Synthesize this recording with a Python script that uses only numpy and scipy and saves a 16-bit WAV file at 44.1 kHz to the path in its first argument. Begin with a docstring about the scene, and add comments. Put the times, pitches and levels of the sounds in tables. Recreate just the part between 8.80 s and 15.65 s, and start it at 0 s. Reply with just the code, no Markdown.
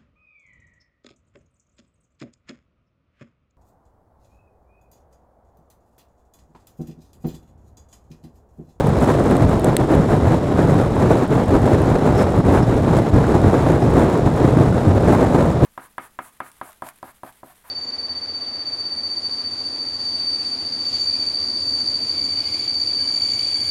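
"""A blizzard blows across a camera beside an iced-up mast, in deep rumble, ragged roar and hissing snow.
In the first second ice grains tick against the housing, and the level ducks briefly under the loudest tick.
Gusts and lulls move rumble, roar and snow (all shaped noise) together throughout; later ticks are few and faint.
A narrow gap sings all along as a thin band of noise, swelling early on and again past the third second.
The strongest gust lands shortly after the sixth second."""
import sys
import numpy as np
from scipy.fft import rfft, irfft, next_fast_len
from scipy.io import wavfile
from scipy.ndimage import uniform_filter1d, map_coordinates

SR = 44100
rng = np.random.default_rng(int(sys.argv[2]) if len(sys.argv) > 2 else 0)


def wrap_up_sound(samples):
    """Save the sound to the file named by the first command line argument, as 16-bit audio."""
    columns = np.atleast_2d(samples).T
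    # keep every value between -1 and 1, then stretch to whole-number steps
    tamed = np.clip(columns, -1, 1)
    steps = np.round(tamed * 32767).astype(np.int16)
    wavfile.write(sys.argv[1], SR, steps)


N = 302085  # length in samples


def amp(db):
    """Decibels to gain."""
    return 10 ** (np.asarray(db) / 20)


def unit(x):
    """Scale to rms 1."""
    return x / np.sqrt(np.mean(x ** 2) + 1e-20)


def wobble(rate):
    """A smooth random curve through normal random knots, rate of them a second."""
    knots = rng.standard_normal(int(N * rate / SR) + 4)
    return map_coordinates(knots, [np.arange(N) * rate / SR])


def swells(table):
    """Sum of bell curves: each peaks at its level and is its length wide at half that level."""
    t = np.arange(N) / SR
    return sum(db * .5 ** ((2 * (t - middle) / length) ** 2) for middle, length, db in table)


def filtered(x, response):
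    """Filter x by a gain given as a function of frequency."""
    m = next_fast_len(N + 8192)  # padded so the ends do not wrap round
    return irfft(rfft(x, m) * response(np.fft.rfftfreq(m, 1 / SR)), m)[:N]


def treble(x, corner_hz):
    """The part of x above a smooth corner, where the gain is one half."""
    return filtered(x, lambda hz: hz ** 4 / (hz ** 4 + corner_hz ** 4))


def coloured(x, spectrum):
    """Shape x by spectrum points joined on a log frequency axis, at rms 1."""
    f, db = np.transpose(spectrum)
    return unit(filtered(x, lambda hz: amp(np.interp(np.log(hz + 1), np.log(f), db))))


def turbulence(swirl_db):
    """White noise whose strength follows the swirling air."""
    return amp(swirl_db) * rng.standard_normal(N)


WHISTLE_DB = -58  # rms level between swells
# moments when the wind meets the gap squarely: middle t/s, length t/s, swell level/dB
WHISTLE_SWELLS = [(.17, .04, 7), (3.395, .08, 16), (3.834, .015, 13), (5.03, .04, 10)]


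def whistle(centre_hz=5300, width_hz=360):
    """Air crossing a narrow gap sings as a faint band of noise; now and then it swells."""
    band = filtered(rng.standard_normal(N), lambda hz: np.exp(-.5 * ((hz - centre_hz) / width_hz) ** 2))
    return amp(WHISTLE_DB + swells(WHISTLE_SWELLS)) * unit(band)


HISS_DB, HISS_GROWTH = -42, 0.48  # level at zero drift; dB of hiss per dB of drift
SNOW_INERTIA_S = 0.035  # time over which the snow evens out the drive
# spectrum of the streaming snow: f/Hz, level/dB
SNOW_SPECTRUM = [(500, -24), (2000, 3.5), (3000, 0.5), (3850, 2.5), (4850, -5), (5900, -5.5), (7200, -2.5),
                 (8500, -6.5), (9300, -8.5), (10600, -8.5), (11700, -14), (12500, -14.5), (13700, -17.5),
                 (15800, -21)]
# spectrum of a coarse grain's tiny tick: f/Hz, level/dB
GRAIN_SPECTRUM = [(3000, -30), (6500, -9), (8500, 11), (11000, -6), (13500, -5), (15800, -10)]
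# thicker puffs of snow: middle t/s, length t/s, extra drift level/dB
FLURRIES = [(.3, 0.32, 2), (3.388, 0.019, 5), (3.428, .018, 3.5), (4.17, 0.035, 5), (6.285, .02, 1)]


def snow(drive_db, flutter, eddies, grains_per_s=55, grain_db=-18.0,
         fizz_hz=7500, fizz_growth=0.45, fizz_flutter_db=2.5):
    """Fine snow, too heavy to follow the briefest changes, hisses and fizzes brighter in gusts, amid coarser grains."""
    drift_db = uniform_filter1d(drive_db, int(SNOW_INERTIA_S * SR)) + swells(FLURRIES)
    hiss = coloured(turbulence(0.88 * flutter + 1.18 * eddies), SNOW_SPECTRUM)
    fizz = treble(hiss, fizz_hz)
    sparkle = unit(amp(fizz_growth * drift_db + fizz_flutter_db * wobble(220)))
    stream = hiss - fizz + fizz * sparkle
    # grains arrive at random and at a steady average rate, each with its own strength
    impacts = (rng.random(N) < grains_per_s / SR) * rng.standard_normal(N)
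    grains = coloured(impacts, GRAIN_SPECTRUM)
    return amp(HISS_DB + HISS_GROWTH * drift_db) * stream + amp(HISS_DB + grain_db) * grains


# the housing's ringing modes: f/Hz, level/dB, time to fall 60 dB t/s
HOUSING_MODES = [(2000, -3.5, .0064), (2740, -7.4, .0037), (3580, -1.1, .0033), (4080, -4.8, .0045),
                 (6430, -14, .007), (8200, -2.5, .0065), (8650, -4, .0063), (10100, -8, .0055),
                 (10700, -10, .0055), (12400, -11, .0055), (13100, -16, .005), (14500, -20, .0044)]
# ice grains on the housing: t/s, peak level/dB before the final filter, low-mode level/dB, pitch ratio
TICKS = [(.0718, -18, -10, 1.1), (.0908, -26, -14, 1.05), (0.511, -17, 1, 1), (.5679, -15, 1, 1),
         (.6314, -27, -8, 1.1), (.7967, -16, -1, 1.2), (0.8453, -7.5, -6, .98), (0.9673, 3, -1, 1.01),
         (3.0192, -21, -10, 1.05), (3.5221, -27, -8, 1), (4.179, -25, -8, 1), (5.945, -28, -14, 1.03),
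         (6.076, -27, -12, 1)]


def ice_ticks(knock_below_hz=5000, thin_hz=1600, soft_hz=15300):
    """Each grain rings the housing for milliseconds, with its own pitch and its own share of low modes."""
    out, t = np.zeros(N + SR), np.arange(SR // 20) / SR
    for s, db, knock_db, pitch in TICKS:
        ring = np.zeros(len(t))
        for hz, level, t60 in HOUSING_MODES:
            start_db = level + knock_db * (hz < knock_below_hz) + rng.normal(0, 1)
            ring += amp(start_db - 60 * t / t60) * np.sin(2 * np.pi * pitch * hz * t)
        out[round(s * SR):][:len(t)] += amp(db) * ring / np.abs(ring).max()

    def radiation(hz):
        """The small housing gives off no bass, and blunt grains leave the very top dull."""
        return hz ** 4 / np.hypot(hz ** 4, thin_hz ** 4) / (1 + (hz / soft_hz) ** 16)

    return filtered(out[:N], radiation)


# chance swings of the wind: rate in knots/s, depth level/dB
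SWAY = [(7, 0.1), (24, 0.55)]


def sway():
    """Small random swings of the wind, in dB."""
    return sum(db * wobble(rate) for rate, db in SWAY)


# brief dips of level: lulls in the wind, and at 0.967 s the gain ducking under the loudest tick:
# middle t/s, length t/s, depth level/dB
DIPS = [(0.142, 0.042, 4.5), (0.573, 0.029, 2.5), (0.67, .02, 3), (0.807, 0.037, 5.5), (0.967, 0.028, 10.5),
        (1.07, 0.021, 10.5), (1.27, 0.031, 3), (1.406, .035, 3), (1.62, 0.15, 4), (2.102, 0.14, 4.5),
        (2.472, 0.036, 11), (2.655, 0.033, 5.5), (3.182, 0.029, 4.5), (3.519, 0.062, 5.5),
        (3.625, 0.021, 17), (3.853, 0.027, 4), (4.011, 0.042, 6.5), (4.243, 0.051, 3.5), (4.315, 0.026, 3),
        (4.993, 0.046, 6.5), (5.433, .04, 3), (5.512, 0.061, 3), (5.988, 0.12, 2), (6.135, 0.021, 0),
        (6.792, 0.059, 5.5)]


def dips():
    """Drop of the drive in dB, set by the table: it sinks and returns smoothly."""
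    return swells(DIPS)


GUST_EBB_S = 0.014  # time for a gust's dB rise to fall to about a third
# gusts out of the steady wind: start t/s, rise t/s, hold t/s, strength level/dB, extra rumble level/dB
GUSTS = [(0.21, 0.007, 0.014, 7, 4.5), (.23, 0.018, 0.21, 3, -3), (0.282, .01, .02, 4, -1),
         (0.505, 0.0063, 0.016, 6.5, 0), (0.61, .006, 0.058, 0.5, 4.5), (0.683, .008, 0.065, 1.5, -1),
         (0.853, .006, 0.087, 2, 0), (0.987, 0.0055, 0.017, 3, 0), (1.087, 0.0065, 0.029, 5.5, -1),
         (1.16, 0.011, 0.023, 2.5, 3), (1.289, 0.006, 0.032, 6.5, -0.5), (1.42, .012, 0.069, 3, 0.5),
         (1.5, 0.016, 0.025, 7, -2.5), (1.775, .012, .03, 3, -0.5), (1.846, .015, 0.14, 2.5, 2.5),
         (1.994, .01, 0.033, 5, 0.5), (2.191, 0.0097, 0.074, 3.5, 2), (2.298, 0.0072, 0.012, 8.5, -3),
         (2.338, .01, 0.11, 3, -4.5), (2.518, .006, 0.0091, 5.5, -7), (2.574, .006, 0.041, 3, -9),
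         (2.734, 0.01, 0.015, 4, 1.5), (2.866, 0.036, 0.053, 3, 0), (3.045, .01, 0.1, 2, 1.5),
         (3.236, .015, 0.042, 5.5, -1.5), (3.372, .012, 0.037, 5, -3), (3.59, .008, .025, 5, 8.5),
         (3.66, 0.029, 0.093, 5.5, 0.5), (3.737, .004, 0.011, 6, -6), (3.945, 0.013, 0.063, 1.8, 3.5),
         (4.1, .02, 0.076, 2.5, 0), (4.324, 0.011, 0.04, 4, 4), (4.43, 0.015, .12, 3, -1.5),
         (4.636, 0.0092, 0.022, 4, 4.5), (4.73, .006, 0.17, 3, -1.5), (5.145, 0.027, 0.071, 8, -0.5),
         (5.277, 0.017, 0.094, 2.5, -4.5), (5.458, 0.0062, .015, 5, 4), (5.566, .008, 0.015, 6, -7),
         (5.63, 0.0053, 0.016, 4, 1.5), (5.737, .012, 0.021, 3, 3.5), (5.795, .006, 0.014, 4.5, 3),
         (6.07, 0.0055, 0.016, 3, 6), (6.271, 0.011, 0.021, 10.5, 2.5), (6.318, 0.01, 0.03, 5.5, -2),
         (6.378, .013, 0.05, 5, -3.5), (6.488, .012, 0.024, 3, -4), (6.537, 0.017, 0.039, 3.5, -3.5),
         (6.822, 0.0085, .04, 4, 7)]


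def gusts():
    """Rise of the wind and extra rise of the rumble, in dB: each gust hits fast, holds and ebbs."""
    t = np.arange(N) / SR
    start, rise, hold, strength_db, rumble_db = np.transpose(GUSTS)[:, :, None]
    attack = np.clip((t - start) / rise, 0, 1)
    ebb = np.exp(-np.maximum(t - start - rise - hold, 0) / GUST_EBB_S)
    shape = attack * ebb
    return (strength_db * shape).sum(0), (rumble_db * shape).sum(0)


RUMBLE_DB, ROAR_DB = -17, -17.5  # levels in the steady wind
RUMBLE_GROWTH, BODY_GROWTH, EDGE_GROWTH = 0.38, 0.66, 0.9  # dB of each layer per dB of drive
# spectrum of the deep rumble: f/Hz, level/dB
RUMBLE_SPECTRUM = [(15, -36), (28, -13.5), (45, -8), (75, -1.5), (100, 0), (120, 1), (150, 0), (200, -6),
                   (300, -12.5), (600, -40), (1500, -84)]
# spectrum of the ragged roar: f/Hz, level/dB
ROAR_SPECTRUM = [(60, -19), (150, -5), (260, 1.5), (370, 0), (500, -2.5), (700, -6.5), (1000, -12.5),
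                 (1500, -20), (2000, -27), (3000, -41), (5000, -75), (12000, -82)]


def buffeting(drive_db, shove_db, flutter, eddies, edge_hz=900, edge_db=0.15, lumpy_db=0.03, lumps_per_s=16):
    """Large eddies shove the diaphragm and rumble; small ones tear at the port and roar."""
    pressure = amp(RUMBLE_GROWTH * drive_db + shove_db + lumpy_db * wobble(lumps_per_s))
    rumble = pressure * coloured(turbulence(.5 * flutter), RUMBLE_SPECTRUM)
    roar = coloured(turbulence(flutter + 1.55 * eddies), ROAR_SPECTRUM)
    # faster air breaks into finer eddies, so the top of the roar swings furthest
    edge = treble(roar, edge_hz)
    body = (roar - edge) * amp(BODY_GROWTH * drive_db)
    edge = edge * amp(edge_db * (flutter + eddies) + EDGE_GROWTH * drive_db)
    return amp(RUMBLE_DB) * rumble + amp(ROAR_DB) * (body + edge)


FLUTTER_PER_S, EDDIES_PER_S = 45, 260  # knots/s of the larger and the smaller swirls
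RUMBLE_DIP = 0.67  # extra dB the rumble loses per dB of dip


def scene():
    """One drive of gusts, dips and sway moves rumble, roar and snow together; the rumble dips further."""
    gust_db, shove_db = gusts()
    dip_db = dips()
    drive_db = gust_db - dip_db + sway()
    flutter, eddies = wobble(FLUTTER_PER_S), wobble(EDDIES_PER_S)
    background = whistle() + snow(drive_db, flutter, eddies) + ice_ticks()
    wind = buffeting(drive_db, shove_db - RUMBLE_DIP * dip_db, flutter, eddies)
    return (background + wind)[None]


TOP_HZ = 15800  # band limit


def record(dry):
    """Peaks round off towards full scale, then everything from the band limit up is cut."""
    held = dry[0] / (1 + np.abs(dry[0]) ** 8) ** (1 / 8)
    return filtered(held, lambda hz: hz < TOP_HZ)[None]


dry = scene()
out = record(dry)
wrap_up_sound(out)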